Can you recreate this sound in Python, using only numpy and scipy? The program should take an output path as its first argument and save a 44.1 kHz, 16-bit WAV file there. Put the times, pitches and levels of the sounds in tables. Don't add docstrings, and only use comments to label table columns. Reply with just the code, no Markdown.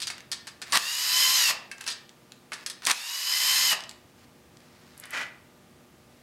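import sys
import numpy as np
from scipy import signal
from scipy.fft import rfft, irfft, next_fast_len
from scipy.io import wavfile
from scipy.ndimage import uniform_filter1d, map_coordinates

SR = 44100
rng = np.random.default_rng(int(sys.argv[2]) if len(sys.argv) > 2 else 0)


def to_wav(sig):
    pcm = np.clip(np.atleast_2d(sig), -1, 1) * 32767
    pcm = np.round(pcm).astype(np.int16)
    wavfile.write(sys.argv[1], SR, pcm.T)


N = 274302
TIME = np.arange(N) / SR


def amp(db):
    return 10 ** (np.asarray(db) / 20)


def unit(x):
    return x / np.sqrt(np.mean(x ** 2) + 1e-20)


def along(points, hz):
    f, v = np.transpose(points)
    return np.interp(np.log(hz + 1), np.log(f + 1), v)


def swell(rows):
    s, db = np.transpose(rows)
    inside = (TIME >= s[0]) * (TIME <= s[-1])
    return amp(np.interp(TIME, s, db)) * inside


def held(start, end, rise_db_per_s, fall_db_per_s):
    before, after = np.maximum(start - TIME, 0), np.maximum(TIME - end, 0)
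    return amp(-rise_db_per_s * before - fall_db_per_s * after)


def wobble(rate):
    knots = rng.standard_normal(int(N * rate / SR) + 4)
    return map_coordinates(knots, [TIME * rate], order=2)


def filtered(x, response):
    m = next_fast_len(len(x) + 4096, True)
    return irfft(rfft(x, m) * response(np.fft.rfftfreq(m, 1 / SR)), m)[:len(x)]


def coloured(x, spectrum):
    return unit(filtered(x, lambda hz: amp(along(spectrum, hz))))


def band(count, low_hz, high_hz):
    sos = signal.butter(2, [low_hz, min(high_hz, SR / 2 - 100)], "band", fs=SR, output="sos")
    return unit(signal.sosfilt(sos, rng.standard_normal(count)))


def grains(rate, spread_db):
    hits = (rng.random(N) < rate / SR) * rng.choice([-1, 1], N)
    return hits * amp(spread_db * rng.standard_normal(N))


def resonant(x, modes, boost_db):
    def response(f):
        total = 1
        for centre, width, db in modes:
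            mode = 1j * f * width / (centre * centre - f * f + 1j * f * width)
            total = total + amp(db + boost_db) * mode
        return total
    return filtered(x, response)


def ringing(modes, t):
    ring = 0
    for hz, db, t60 in modes:
        decay = amp(db + rng.normal(0, 1.5) - 60 * t / t60)
        ring = ring + decay * np.sin(2 * np.pi * hz * t + rng.uniform(0, 2 * np.pi))
    return ring / np.abs(ring).max()


def add(track, s, sound):
    part = track[max(round(s * SR), 0):][:len(sound)]
    part += sound[:len(part)]


# (frequency [Hz], t60 [s])
ROOM_DECAY = [(200, 0.69), (2000, 0.48), (5000, 0.38), (14000, 0.15)]


def room(x):
    hz, _, z = signal.stft(rng.standard_normal(SR * 3 // 4), SR, nperseg=256)
    t = np.arange(z.shape[1]) * 128 / SR
    decay = amp(-60 * t / along(ROOM_DECAY, hz)[:, None])
    tail = signal.istft(z * decay, SR, nperseg=256)[1]
    delayed = np.pad(tail / np.linalg.norm(tail), (round(.006 * SR), 0))
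    wet = signal.fftconvolve(x, delayed)[:N]
    tone = [(300, 2.5), (2000, 3.5), (6000, -1.5), (14000, -0.5)]
    return filtered(wet, lambda f: amp(along(tone, f)))


# (frequency [Hz], gain [dB])
AIR_SPECTRUM = [(76, -31), (130, -6.5), (363, -12), (394, -14), (481, -15), (780, -15.5), (1170, -20),
                (1820, -21), (7300, -29), (16000, -35)]
# (frequency [Hz], rms level [dB])
HUM_LINES = [(242.2, -67), (360.7, -68), (479.1, -71.5), (597.5, -73), (839.8, -80.5), (1200, -73)]
# (start [s], end [s])
RUMBLE_SPELLS = [(0, 1.6), (3.64, 6.22)]
AIR_DB, HUM_TRIM_DB = -58, -0.5
RUMBLE_DB, SPELL_DB, SPELL_DB_PER_S = -70.5, -63.5, 90


def background():
    hum = 0
    for hz, db in HUM_LINES:
        level = amp(db + 0.19 * wobble(2.55)) * np.sqrt(2)
        hum = hum + level * np.sin(2 * np.pi * hz * TIME + 0.17 * wobble(1.8))
    spells = sum(held(start, end, SPELL_DB_PER_S, SPELL_DB_PER_S) for start, end in RUMBLE_SPELLS)
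    rumble_spectrum = [(15, -33.5), (30, -25), (70, -3), (120, -2.5), (170, -6.0), (300, -9), (900, -71)]
    rumble = coloured(rng.standard_normal(N), rumble_spectrum)
    rumble = rumble * np.maximum(amp(RUMBLE_DB), amp(SPELL_DB) * spells)
    air = amp(AIR_DB) * coloured(rng.standard_normal(N), AIR_SPECTRUM)
    return air + rumble + amp(HUM_TRIM_DB) * hum


# (start [s], end [s], mid-stroke level [dB])
RUBS = [(0.66, 0.756, -46.5), (1.77, 1.882, -51.5), (2.554, 2.64, -55), (2.832, 2.865, -42.5),
        (4.172, 4.249, -61), (4.601, 5.019, -61), (6.105, 6.208, -69)]


def rubs():
    strokes = sum(swell([(start, db - 3.5), ((start + end) / 2, db), (end, db + 1.5)])
                  for start, end, db in RUBS)
    skin = [(200, -19), (800, 0), (1900, 3.5), (3200, -2.0), (4800, 0.0), (8000, -11), (15000, -18)]
    return strokes * coloured(grains(2500, spread_db=4), skin)


FIDGET_PER_S, FIDGET_DB, FIDGET_HZ = 10, 13.5, 5000


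def fidgets():
    found = []
    for start, end, db in RUBS:
        for _ in range(round(min(end - start, .2) * FIDGET_PER_S)):
            found.append((rng.uniform(start, end), db + FIDGET_DB + rng.normal(0, 2), FIDGET_HZ))
    return found


# (time [s], peak level [dB], band position [Hz])
TAPS = [(0.181, -31.5, 3600), (0.2054, -34, 3600), (1.8103, -24, 4760), (1.8413, -28, 4020),
        (2.0932, -32, 4440), (2.3205, -28.5, 4100), (2.8526, -12.5, 5250), (3.8064, -24, 4056),
        (3.8238, -32, 4390), (3.8379, -25.5, 4270), (3.8936, -22.5, 5150), (3.912, -30.5, 4180),
        (4.571, -37, 3600), (4.605, -44, 4480), (4.978, -33.5, 9300), (4.9995, -28.5, 9300),
        (5.0384, -30.5, 3300), (5.056, -32, 9600), (5.1068, -29, 9296)]


def taps():
    out, t = np.zeros(N), np.arange(SR // 20) / SR
    fade = amp(-60 * t / 0.005) + amp(-19 - 60 * t / 0.057)
    for s, db, hz in list(TAPS) + fidgets():
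        tick = band(len(t), max(hz - 2300, 900), hz + 2800) * fade
        add(out, s, amp(db) * tick / np.abs(tick).max())
    return out


# (start [s], end [s], scrape level [dB])
SLIDES = [(5.044, 5.043, -44.5), (5.144, 5.217, -32.3)]
# (centre [Hz], width [Hz], level [dB])
BENCH_MODES = [(1470, 120, -12), (1950, 73, -5), (2440, 55, 2), (3010, 110, 4.5)]
# (frequency [Hz], gain [dB])
BENCH_SPECTRUM = [(88, -55), (150, -28), (243, -13.5), (386, -22), (624, -13), (674, -13.5), (1490, -4.5),
                  (1730, -5), (1980, -2.5), (2970, -11.5), (3600, -15), (6300, -19.5), (15000, -40)]
SLIDE_RISE_DB_PER_S, SLIDE_FALL_DB_PER_S = 503, 272


def slide():
    slips = grains(3000, spread_db=0.5) * amp(0.99 * wobble(160))
    push = sum(amp(db) * held(start, end, SLIDE_RISE_DB_PER_S, SLIDE_FALL_DB_PER_S)
               for start, end, db in SLIDES)
    scrape = push * coloured(resonant(slips, BENCH_MODES, boost_db=-3.5), BENCH_SPECTRUM)
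    return resonant(scrape, [(2007, 11, 6.5)], boost_db=-2.5)


# (time [s], level before a common trim [dB], relative knock level [dB],
# rebounds [count, rounded; -1 leaves the touch out])
CLINKS = [(0.002, -25, -8, 0), (0.018, -21, -14, 2), (0.0707, -20, -10, 1), (0.1015, -22, -2, 0),
          (0.3164, -19, -12, 1.5), (0.4706, -28, -2, 1), (0.6172, -26, -2, 1), (0.7226, -14.5, -14, 0),
          (1.7142, -29, 0.5, 0), (1.8105, -34, 0, 0), (1.8651, -25.5, -5, 0), (1.8765, -19, -7.5, 1.5),
          (1.902, -24, -14, 3), (2.5195, -33, 14, 0), (2.5328, -26, -3, 1), (2.6625, -18.5, -8, 0),
          (2.6992, -21, -9, 0), (2.7047, -16, -4.5, -1), (2.821, -39, 7, 0.5), (2.8648, -15, -12, 2)]
REBOUND_S, REBOUND_LOSS_DB = 0.006, 0.5
TICK_DB, REBOUND_DULL_DB = -5.5, 12.5


def contacts():
    touches = []
    for s, db, knock_db, count in CLINKS:
        for k in range(round(count) + 1):
            tick_db = TICK_DB - REBOUND_DULL_DB * (k > 0)
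            touches.append((s + k * REBOUND_S, db - k * REBOUND_LOSS_DB, knock_db, tick_db))
    return touches


# (frequency [Hz], level [dB], t60 [s])
STEEL_MODES = [(1815, -1.5, 0.13), (3100, -16, 0.063), (3600, -12, 0.085), (3553, -19.5, 0.34),
               (4240, -0.5, 0.44), (4600, 6.5, 0.057), (4892, 2.5, 0.1), (5180, -0.5, 0.1),
               (6320, -19, 0.36), (8300, -6, 0.23), (8000, -4, 0.25)]
# (time [s], level [dB])
PINGS = [(1.715, -29), (1.807, -35), (1.866, -30.5)]
# (frequency [Hz], level [dB], t60 [s])
BOLT_MODES = [(1602, -3, 0.13), (2237, -9, 0.14), (2640, 0, 0.1), (3160, -17, 0.3), (5835, -34, 0.52)]
RATTLE_T60_S = 0.087


def clinks():
    out, t = np.zeros(N), np.arange(SR // 4) / SR
    fade = amp(-60 * t / 0.006) + amp(-2.5) * amp(-60 * t / RATTLE_T60_S)
    grip = amp(-60 * t / 0.18)
    for s, db, knock_db, tick_db in contacts():
        knock = band(len(t), 970, 2660) + amp(-15.0) * band(len(t), 230, 930)
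        tick = band(len(t), 7600, 10750)
        body = band(len(t), 2870, 6500) + amp(knock_db) * knock + amp(tick_db) * tick
        ring = amp(3.5) * grip * ringing(STEEL_MODES, t)
        add(out, s, amp(db - 10.5) * (body * fade + ring))
    for s, db in PINGS:
        add(out, s, amp(db - 60 * t / 0.32) * ringing(BOLT_MODES, t))
    return out


# (socket grips [s], bolt comes free [s], trigger eased [s], brake [s],
# whine as it comes free [Hz], running level [dB], peak grind level [dB])
RUNS = [(0.724, 0.775, 1.366, 1.5, 820.6, -21, -16), (2.868, 2.916, 3.672, 3.722, 768.7, -21.5, -19.5)]
FREE_HZ, SPIN_UP_S = 1030.3, 0.143
EASE_HZ_PER_S, BRAKE_HZ_PER_S = 1180, 2500
START_DB_PER_S, LOOSEN_DB_PER_S, BRAKE_DB_PER_S = 650, 1.5, 534


def motor():
    hz, gain = np.zeros(N), np.zeros(N)
    for grip, free, ease, brake, first_hz, db, _ in RUNS:
        spun, eased, braked = (np.maximum(TIME - s, 0) for s in (free, ease, brake))
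        speed = FREE_HZ - (FREE_HZ - first_hz) * np.exp(-spun / SPIN_UP_S)
        speed = speed - EASE_HZ_PER_S * eased - BRAKE_HZ_PER_S * braked
        hz = np.where(TIME >= grip, np.maximum(speed, 0), hz)
        running = amp(db - LOOSEN_DB_PER_S * spun)
        gain += (TIME >= grip) * running * held(free, brake, START_DB_PER_S, BRAKE_DB_PER_S)
    return hz, gain


WIND_UP_DB = 10.5
BRAKE_GRIND_DB, BRAKE_GRIND_S = -26, 0.012


def load():
    total = 0
    for grip, free, _, brake, _, _, db in RUNS:
        wind_up = swell([(grip, db - WIND_UP_DB), (free, db)])
        braking = swell([(brake - BRAKE_GRIND_S, BRAKE_GRIND_DB - 6), (brake + BRAKE_GRIND_S, BRAKE_GRIND_DB)])
        total = total + wind_up + braking
    return total


TAUT_DB = 3.5


def slack():
    taut = sum((TIME >= grip) * np.exp(-np.maximum(TIME - free, 0) / SPIN_UP_S) for grip, free, *_ in RUNS)
    return amp(-TAUT_DB * taut)


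WHISTLE_DB, WHISTLE_S = -46, 0.022


def trigger():
    gate = sum(swell([(grip - WHISTLE_S, WHISTLE_DB - 4), (grip, WHISTLE_DB)]) for grip, *_ in RUNS)
    return gate * np.sin(2 * np.pi * 9150 * TIME + .5 * wobble(300))


STOP_DB, STOP_T60_S = -40, 0.44


def stops():
    out, t = np.zeros(N), np.arange(SR // 2) / SR
    for _, _, _, brake, *_ in RUNS:
        add(out, brake, band(len(t), 560, 1180) * amp(STOP_DB - 60 * t / STOP_T60_S))
    return out


# (time [s], level [dB], thump of the engine on its mount [dB])
CRACKS = [(0.7735, -1.5, -29), (2.8692, -13.5, -50.5), (2.9143, 3, -53)]
# (centre [Hz], width [Hz], level [dB])
CASTING_MODES = [(1090, 47, -2), (1940, 79, -3), (3640, 34, -27), (4370, 215, -5), (4730, 60, -8),
                 (5540, 39, -12)]
# (frequency [Hz], gain [dB])
GRIND_SPECTRUM = [(82, -60), (140, -16), (479, -22), (1170, -1.5), (1370, -8.5), (1840, -1.5), (2160, -8.5),
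                  (4770, -8.5), (6960, -16.5), (8480, -11.5), (13100, -25.5), (16000, -38)]


def strain():
    jerks = grains(9000, spread_db=2) * amp(2.4 * wobble(320))
    out = load() * coloured(resonant(jerks, CASTING_MODES, boost_db=-5.5), GRIND_SPECTRUM)
    t = np.arange(SR // 10) / SR
    for s, db, thump_db in CRACKS:
        snap = band(len(t), 990, 8300) * amp(-60 * t / 0.0099)
        snap = snap / np.sqrt(np.mean(snap[:SR // 500] ** 2))
        shudder = coloured(rng.standard_normal(len(t)), GRIND_SPECTRUM) * amp(-11.5 - 60 * t / 0.092)
        thump = amp(thump_db) * np.sin(2 * np.pi * 55 * t) * amp(-60 * t / 0.019)
        add(out, s, amp(db) * (snap + shudder) + thump)
    return out


# (centre [Hz], width [Hz], level [dB])
HOUSING_MODES = [(1100, 130, -5), (1700, 180, -5), (1880, 160, -5), (8250, 800, -4), (2680, 330, 1),
                 (2930, 120, -3.5), (6760, 190, 5.5), (11530, 250, 5.5), (13100, 330, 3.5)]
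# (frequency [Hz], gain [dB])
GEARBOX_SPECTRUM = [(150, -68.5), (250, -37), (831, -16), (1010, -12.5), (1470, -11), (2020, -7.5),
                    (2320, -8), (3010, -8), (3460, -7.5), (5160, 1), (5630, -4.5), (10000, -13),
                    (11700, -15), (13900, -13.5), (16000, -28)]


def housing(x):
    return coloured(resonant(x, HOUSING_MODES, boost_db=-3.5), GEARBOX_SPECTRUM)


# (multiple of the whine [ratio], level [dB])
GEAR_LINES = [(1, -11), (2, -12.5), (3, -4), (4, -7), (5, -10), (6, -12), (7, -16), (8, -12), (9, -9.5),
              (10, -22.5), (11, -18), (12, -10)]
# (multiple of the whine [ratio], level [dB])
SIDE_LINES = [(3.32, -18.5), (3.6, -18), (3.93, -16), (4.6, -16.5), (4.93, -16), (5.08, -13), (5.31, -27),
              (6.5, -14), (6.57, -22.5), (7.3, -13.5), (8.64, -15), (11.3, -5.5), (11.64, -9), (13.3, -23)]


def gearbox():
    whine_hz, gain = motor()
    hz = whine_hz * (1 + 0.00096 * wobble(45))
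    phase = 2 * np.pi * np.cumsum(hz) / SR
    carrier = phase * .074
    lines = sum(amp(db) * np.sin(k * phase + 1.2 * wobble(40)) for k, db in SIDE_LINES)
    for k, db in GEAR_LINES:
        swing = 1 + 0.5 * np.cos(carrier + rng.uniform(0, 2 * np.pi)) + 0.47 * wobble(260)
        lines = lines + amp(db + 3.0 * wobble(14)) * swing * np.sin(k * phase)
    teeth = grains(14000, spread_db=0.5) * (1 + 0.16 * np.cos(phase)) * amp(1.0 * wobble(170))
    chatter = amp(-2.7) * slack() * housing(teeth)
    return gain * (chatter + amp(-8.8) * housing(lines))


def scene():
    drill = gearbox() + strain() + stops() + trigger()
    metal, ticks, scrape = clinks(), taps(), slide()
    echo = room(amp(-12) * drill + amp(-9.5) * metal + amp(-10.0) * ticks + amp(-13.0) * scrape)
    mono = drill + metal + ticks + scrape + rubs() + echo + background()
    return np.array([mono, mono])


TOP_HZ = 15850


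def record(dry, threshold_db=-15, release_db=31, ceiling=0.34):
    x = dry[0]
    level_db = 10 * np.log10(np.abs(uniform_filter1d(x ** 2, size=90)) + 1e-12)
    recovery = release_db * TIME
    excess_db = np.maximum(level_db - threshold_db, 0)
    duck_db = np.maximum.accumulate(excess_db + recovery) - recovery
    pole = np.exp(-1 / (0.00056 * SR))
    x = x * amp(-signal.lfilter([1 - pole], [1, -pole], duck_db))
    x = x / (1 + (x / ceiling) ** 4) ** (1 / 4)
    x = filtered(x, lambda hz: hz < TOP_HZ)
    return np.array([x, x])


dry = scene()
out = record(dry)
to_wav(out)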